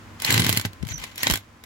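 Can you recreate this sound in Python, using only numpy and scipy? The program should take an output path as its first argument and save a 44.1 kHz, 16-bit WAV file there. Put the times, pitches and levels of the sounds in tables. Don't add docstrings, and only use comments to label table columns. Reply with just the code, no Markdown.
import sys
import numpy as np
from scipy import signal
from scipy.fft import rfft, irfft, next_fast_len
from scipy.io import wavfile
from scipy.ndimage import uniform_filter1d, map_coordinates

SR = 44100
rng = np.random.default_rng(int(sys.argv[2]) if len(sys.argv) > 2 else 0)


def unload_audio(sound):
    columns = np.transpose(np.atleast_2d(sound))
    steps = np.round(np.clip(columns, -1, 1) * 32767)
    wavfile.write(sys.argv[1], SR, steps.astype(np.int16))


N = 72765

# start in seconds, snap level in dB, treble gain in dB, thump level in dB.
SLIPS = [(.22, -24, 2.5, -61), (0.2481, -19, 2, -58), (0.2908, -35, -6, -21.5), (.3058, -17.5, 4, -21.5),
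         (0.3245, -15.5, 1.5, -19), (.3416, -16.5, 2.5, -16.5), (.361, -20.5, -10, -22),
         (0.3772, -11.5, -8, -17.5), (.3950, -14, -4, -14.5), (0.3994, -18.5, 2, -56),
         (.4190, -16.5, -13, -24), (0.4403, -21.5, -7, -22), (0.445, -16.5, -5, -33),
         (.465, -16.5, 0.5, -19.5), (0.485, -37, 14, -32.5), (0.4921, -15, 4, -19), (.498, -19.5, 0, -50),
         (0.512, -33, -8, -31), (0.5265, -17, 3, -18), (.547, -31, 3, -43), (0.5709, -21.5, 5, -19),
         (.573, -16, 3.5, -51), (0.5964, -20, -7, -59), (0.6501, -19, -30, -18), (.655, -27, -0.5, -56),
         (1.2314, -17, 4, -34), (1.2692, -10.5, -28, -34), (1.2772, -29.5, 6, -42), (1.299, -14, -5, -40),
         (1.306, -15, -21, -33), (1.3101, -17, 0.5, -31), (1.3217, -21.5, 0, -42), (1.337, -16.5, 0, -28),
         (1.3559, -22, 1, -42)]


def amp(db):
    return 10 ** (np.asarray(db) / 20)


def unit(x):
    return x / np.sqrt(np.mean(x ** 2) + 1e-20)


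def along(points, hz):
    freqs, values = np.transpose(points)
    return np.interp(np.log(hz + 1), np.log(freqs + 1), values)


def curves(rows):
    times, *columns = np.transpose(rows)
    return [np.interp(np.arange(N) / SR, times, column) for column in columns]


def during(rows):
    t = np.arange(N) / SR
    return uniform_filter1d(((t > rows[0][0]) & (t < rows[-1][0])) * 1., size=256)


def wobble(per_s):
    return map_coordinates(rng.standard_normal(int(N * per_s / SR) + 4), [np.arange(N) * per_s / SR])


def filtered(x, response):
    size = next_fast_len(N + 8192, True)
    return irfft(rfft(x, size) * response(np.fft.rfftfreq(size, 1 / SR)), size)[..., :N]


def minimum_phase(db):
    cepstrum = irfft(np.log(unit(amp(db))))
    middle = len(cepstrum) // 2
    cepstrum[1:middle] *= 2
    cepstrum[middle + 1:] = 0
    return np.exp(rfft(cepstrum))


def spread(pair):
    # frequency in Hz, correlation of left and right.
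    coherence = [(60, 0.71), (300, 0.94), (700, 0.1), (3000, 0.23), (12000, 0.055)]
    angle = lambda f: np.arccos(along(coherence, f)) / 2
    mid, side = filtered(pair, lambda f: np.array([np.cos(angle(f)), np.sin(angle(f))]))
    return np.array([mid + side, mid - side])


def noise(colour):
    return unit(spread(filtered(rng.standard_normal((2, N)), lambda f: amp(along(colour, f)))))


def pan(db):
    return amp(np.array([[.5], [-.5]]) * db)


def background():
    # frequency in Hz, relative level in dB.
    air_colour = [(25, -15.5), (85, 1.5), (130, -6), (240, -8), (400, -13), (700, -14), (1050, -12),
                  (2000, -16), (4000, -25.5), (7000, -28), (9000, -34.5), (16000, -38.5)]
    # time in seconds, level in dB.
    air_level = [(0, -46), (.18, -46), (.76, -48), (1.45, -51.5), (1.6, -51.5)]
    # frequency in Hz, initial level in dB.
    partials = [(101, -51.5), (236, -54), (313, -59.5), (1030, -62.5)]
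    fade_db_per_s = -5
    t = np.arange(N) / SR
    hum = sum(amp(db) * unit(np.sin(2 * np.pi * hz * t + 1.16 * wobble(12.06))) for hz, db in partials)
    return amp(curves(air_level)[0]) * noise(air_colour) + hum * amp(fade_db_per_s * t)


def room(x):
    # frequency in Hz, time to decay by 60 dB in seconds.
    decay = [(150, 0.034), (2000, 0.12), (12000, 0.097)]
    hz, t, spectra = signal.stft(rng.standard_normal((2, SR // 3)), SR, nperseg=256)
    tail = signal.istft(spectra * amp(-60 * t / along(decay, hz)[:, None]), SR, nperseg=256)[1]
    x = signal.lfilter(*signal.butter(2, 300, 'high', fs=SR), x)
    return signal.fftconvolve(x, tail / np.linalg.norm(tail[0]), axes=1)[:, :N]


def bumps():
    # centre in seconds, frequency in Hz, level in dB, half length in seconds,
    # left over right in dB.
    pulses = [(0.835, 160, -31, 0.0042, 34), (.831, 78, -34, .021, 24), (.835, 335, -36, 0.0021, 20.5),
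              (0.865, 129, -36.5, 0.0079, 26), (.919, 92, -36.5, 0.0098, 28.5), (0.95, 149, -43, 0.012, 29),
              (0.993, 50.4, -42.5, 0.034, 20), (1.025, 159, -46.5, 0.01, 18),
              (1.2705, 287, -27.5, 0.0059, 0), (1.3013, 237, -23, .005, -1),
              (1.3137, 134, -22.5, 0.0028, -13), (1.326, 59, -27, 0.011, -10.5),
              (1.3414, 190, -20.5, 0.0018, -3)]
    out, t = np.zeros((2, N + SR)), np.arange(-SR // 8, SR // 8) / SR
    for centre, hz, db, half_s, side_db in pulses:
        push = np.exp(-(t / half_s) ** 2) * np.sin(2 * np.pi * hz * t)
        out[:, round((centre + t[0]) * SR):][:, :len(t)] += amp(db) * pan(side_db) * push
    return out[:, :N]


def stick_slip(rows, jitter):
    hz, db = curves(rows)
    phase = 2 * np.pi * np.cumsum(hz * (1 + jitter * wobble(750))) / SR
    tone = unit(np.sin(phase) + amp(-28) * np.sin(2 * phase))
    return amp(db + 3.4 * wobble(200)) * during(rows) * tone


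def rubbing_squeak():
    # time in seconds, frequency in Hz, level in dB.
    squeak = [(.925, 5850, -48), (.934, 5970, -41), (.943, 6080, -34.5), (.953, 5930, -45),
              (.96, 5950, -35), (.968, 5760, -39), (.98, 5810, -42.5), (.984, 5835, -43)]
    return stick_slip(squeak, jitter=0.018) * pan(-9.5)


def bit_squeaks():
    # time in seconds, frequency in Hz, level in dB.
    whistle = [(.29, 10620, -47), (.393, 10700, -46), (.403, 10680, -31), (.44, 10640, -41),
               (.46, 10590, -55)]
    rising = [(1.185, 5300, -46), (1.205, 5970, -43), (1.222, 6320, -37), (1.232, 6440, -42)]
    return stick_slip(whistle, jitter=0.0025) + stick_slip(rising, jitter=0.048)


def housing():
    # frequency in Hz, level in dB, time to decay by 60 dB in seconds.
    modes = [(101.8, 15, 0.16), (167.8, -4, 0.14), (222, -9.5, 0.079), (287, -10.5, 0.028),
             (407, -12, 0.067)]
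    # time in seconds, level in dB.
    shudder_level = [(.2, -77), (.28, -40.5), (.31, -29), (.43, -30.5), (.52, -36), (.62, -54),
                     (.75, -56.5), (.92, -46.5), (1.1, -64.5), (1.25, -48.5), (1.31, -32), (1.4, -58)]
    # frequency in Hz, relative level in dB.
    shudder_colour = [(40, -51), (70, -16), (108, -1), (140, -8), (175, -7.5), (280, -8.5), (420, -15.5),
                      (700, -37.5), (1200, -49)]
    rise_s, sag_per_s, in_tune_s = 0.0014, 0.077, 0.48
    out, t = np.zeros(N + SR), np.arange(SR // 5) / SR
    for start, _, _, thump_db in SLIPS:
        tuning = 1 - sag_per_s * (start - in_tune_s)
        ring = sum(amp(db + rng.normal(0, 1) - 60 * t / t60) * np.sin(2 * np.pi * hz * tuning * t)
                   for hz, db, t60 in modes)
        out[round(start * SR):][:len(t)] -= amp(thump_db - 2) * ring * (1 - np.exp(-t / rise_s))
    thumps = signal.lfilter(*signal.butter(3, 180, 'high', fs=SR), out[:N])
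    shudder = amp(curves(shudder_level)[0]) * during(shudder_level) * noise(shudder_colour)
    return thumps + shudder


def metal(x, colour):
    # frequency in Hz, width in Hz, peak height in dB.
    resonances = [(1534, 130, 9), (2056, 297, 7), (3170, 78, 2.5), (3943, 69, 4.5), (4410, 560, 3.5),
                  (7720, 1900, 5), (10770, 1600, 2.5), (12240, 310, 5), (15700, 260, 8)]
    peaks_db = lambda f: sum(db / (1 + (2 * (f - hz) / width) ** 2) for hz, width, db in resonances)
    return filtered(x, lambda f: minimum_phase(along(colour, f) + peaks_db(f)))


def rings_and_rasps():
    # centre in seconds, half length in seconds, frequency in Hz, half width in Hz, level in dB.
    bands = [(0.2483, 0.0016, 4700, 1420, -16.5), (0.283, 0.014, 2500, 794, -24.5),
             (0.3053, 0.0015, 2120, 348, -11.5), (0.326, 0.0083, 7600, 350, -23),
             (0.488, 0.0016, 4450, 400, -31), (0.576, 0.0028, 4330, 149, -30),
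             (0.908, 0.014, 6480, 600, -37), (1.244, 0.011, 1940, 130, -28),
             (1.27, 0.0015, 4400, 1930, -13), (1.347, 0.013, 3300, 250, -33.5)]
    out, size = np.zeros((2, N + SR)), 4096
    t, f = (np.arange(size) - size // 2) / SR, np.fft.rfftfreq(size, 1 / SR)
    for centre, half_s, hz, width_hz, db in bands:
        white = rfft(rng.standard_normal((2, size)))
        band = unit(irfft(white / (1 + ((f - hz) / width_hz) ** 4)))
        out[:, round(centre * SR) - size // 2:][:, :size] += amp(db) * np.exp(-(t / half_s) ** 2) * band
    return spread(out[:, :N])


def grind():
    # time in seconds, level in dB.
    level = [(.19, -51), (.225, -39), (.262, -31.5), (.295, -24), (.35, -25), (.41, -31.5), (.46, -29.5),
             (.51, -32.5), (.56, -36.5), (.62, -49.5), (.66, -37.5), (.69, -80), (.83, -77), (.885, -50),
             (.918, -35.5), (.945, -55.5), (.975, -51), (.99, -43.5), (1.035, -39.5), (1.06, -46),
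             (1.15, -53), (1.185, -42), (1.235, -33.5), (1.29, -34), (1.32, -34.5), (1.37, -39),
             (1.39, -61), (1.45, -59)]
    # frequency in Hz, relative level in dB.
    colour = [(40, -47), (130, -2), (270, -5), (600, -3), (1050, 3.5), (1400, -4.5), (2300, 3.5),
              (3200, 3.5), (5000, -5.5), (7000, -6), (8800, -19.5), (12000, -11), (16000, -21)]
    catches_per_s, catch_share = 1200, 0.62
    catches = (rng.random(N) < catches_per_s / SR) * amp(2 * np.clip(rng.standard_normal(N), -2, 2))
    catches = unit(catches * rng.choice([-1, 1], (2, N)))
    rub = rng.standard_normal((2, N))
    drive = np.sqrt(catch_share) * catches + np.sqrt(1 - catch_share) * rub
    chatter_db = 1.55 * wobble(170)
    envelope = amp(curves(level)[0] + 1.5 + chatter_db) * during(level)
    return envelope * unit(spread(metal(drive, colour)))


def snaps():
    # start in seconds, level in dB, treble gain in dB.
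    ticks = [(.2, -29.5, -6), (.262, -28, 5), (.564, -22, -8), (0.6123, -28.5, 4), (0.7315, -39.5, -3),
             (0.8271, -32.5, -13), (.85, -37, -10), (0.869, -35, -2), (0.8792, -46, 12),
             (0.8874, -29.5, -3), (0.98, -37, 0), (.998, -35.5, -3), (1.0388, -23.5, -9.5),
             (1.1574, -39.5, 5), (1.1784, -28.5, 2.5), (1.3732, -29, 2), (1.6377, -37, -2)]
    # frequency in Hz, relative level in dB.
    colour = [(40, -31), (130, 7.5), (300, -7), (700, 1), (1500, -3), (3000, 2.5), (5000, -4), (7000, -5.5),
              (8800, -10.5), (11000, -5.5), (14000, -4.5), (16000, -11)]
    creak_s, rise_s, hold_s, fall_s, rattle_s = 0.0023, 0.00069, 0.0016, 0.0015, 0.0055
    crossover_hz, scatter_db = 6500, 3.8
    out, lead = np.zeros((2, N + SR)), SR // 100
    t = np.arange(-lead, SR // 16) / SR
    after = np.maximum(t, 0)
    strike = np.exp(-np.maximum(t - hold_s, 0) / fall_s)
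    rattle = amp(-12) * np.exp(-after / rattle_s)
    creak = amp(-13) * np.exp(-np.abs(t) / creak_s)
    envelope = (1 - np.exp(-after / rise_s)) * (strike + rattle) + creak
    for start, db, treble_db, *_ in SLIPS + ticks:
        impacts = rng.standard_normal((2, len(t)))
        impacts *= amp(scatter_db * np.clip(rng.standard_normal(len(t)), -2, 2))
        burst = unit(impacts * envelope) * np.sqrt(np.mean(envelope ** 2))
        dull = signal.lfilter(*signal.butter(2, crossover_hz, fs=SR), burst)
        bright = signal.lfilter(*signal.butter(2, crossover_hz, 'high', fs=SR), burst)
        out[:, round(start * SR) - lead:][:, :len(t)] += amp(db - 1) * (dull - amp(treble_db) * bright)
    return spread(metal(out[:, :N], colour))


def scene():
    # time in seconds, left over right in dB.
    sway = [(.25, -0.5), (.85, -1), (.93, -0.5), (1.03, 0.5), (1.35, -1)]
    # frequency in Hz, left over right in dB.
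    shading = [(60, -7), (130, -1), (500, 2.5), (1000, 2.5), (2000, -1), (5000, 1.5), (9000, -2),
               (14000, -3.5)]
    lag_s, room_db = .00018, -8
    bit = (snaps() + grind() + rings_and_rasps() + bit_squeaks()) * pan(curves(sway)[0])
    tool = bit + rubbing_squeak() + housing() + bumps()
    left_first = lambda f: np.exp(1j * np.pi * f * lag_s * np.array([[1], [-1]]))
    direct = filtered(tool, lambda f: pan(along(shading, f)) * left_first(f))
    return direct + amp(room_db) * room(direct) + background()


def record(dry):
    ceiling, top_hz = .9, 15900
    rounded = dry / (1 + np.abs(dry / ceiling) ** 6) ** (1 / 6)
    return filtered(rounded, lambda f: f < top_hz)


dry = scene()
out = record(dry)
unload_audio(out)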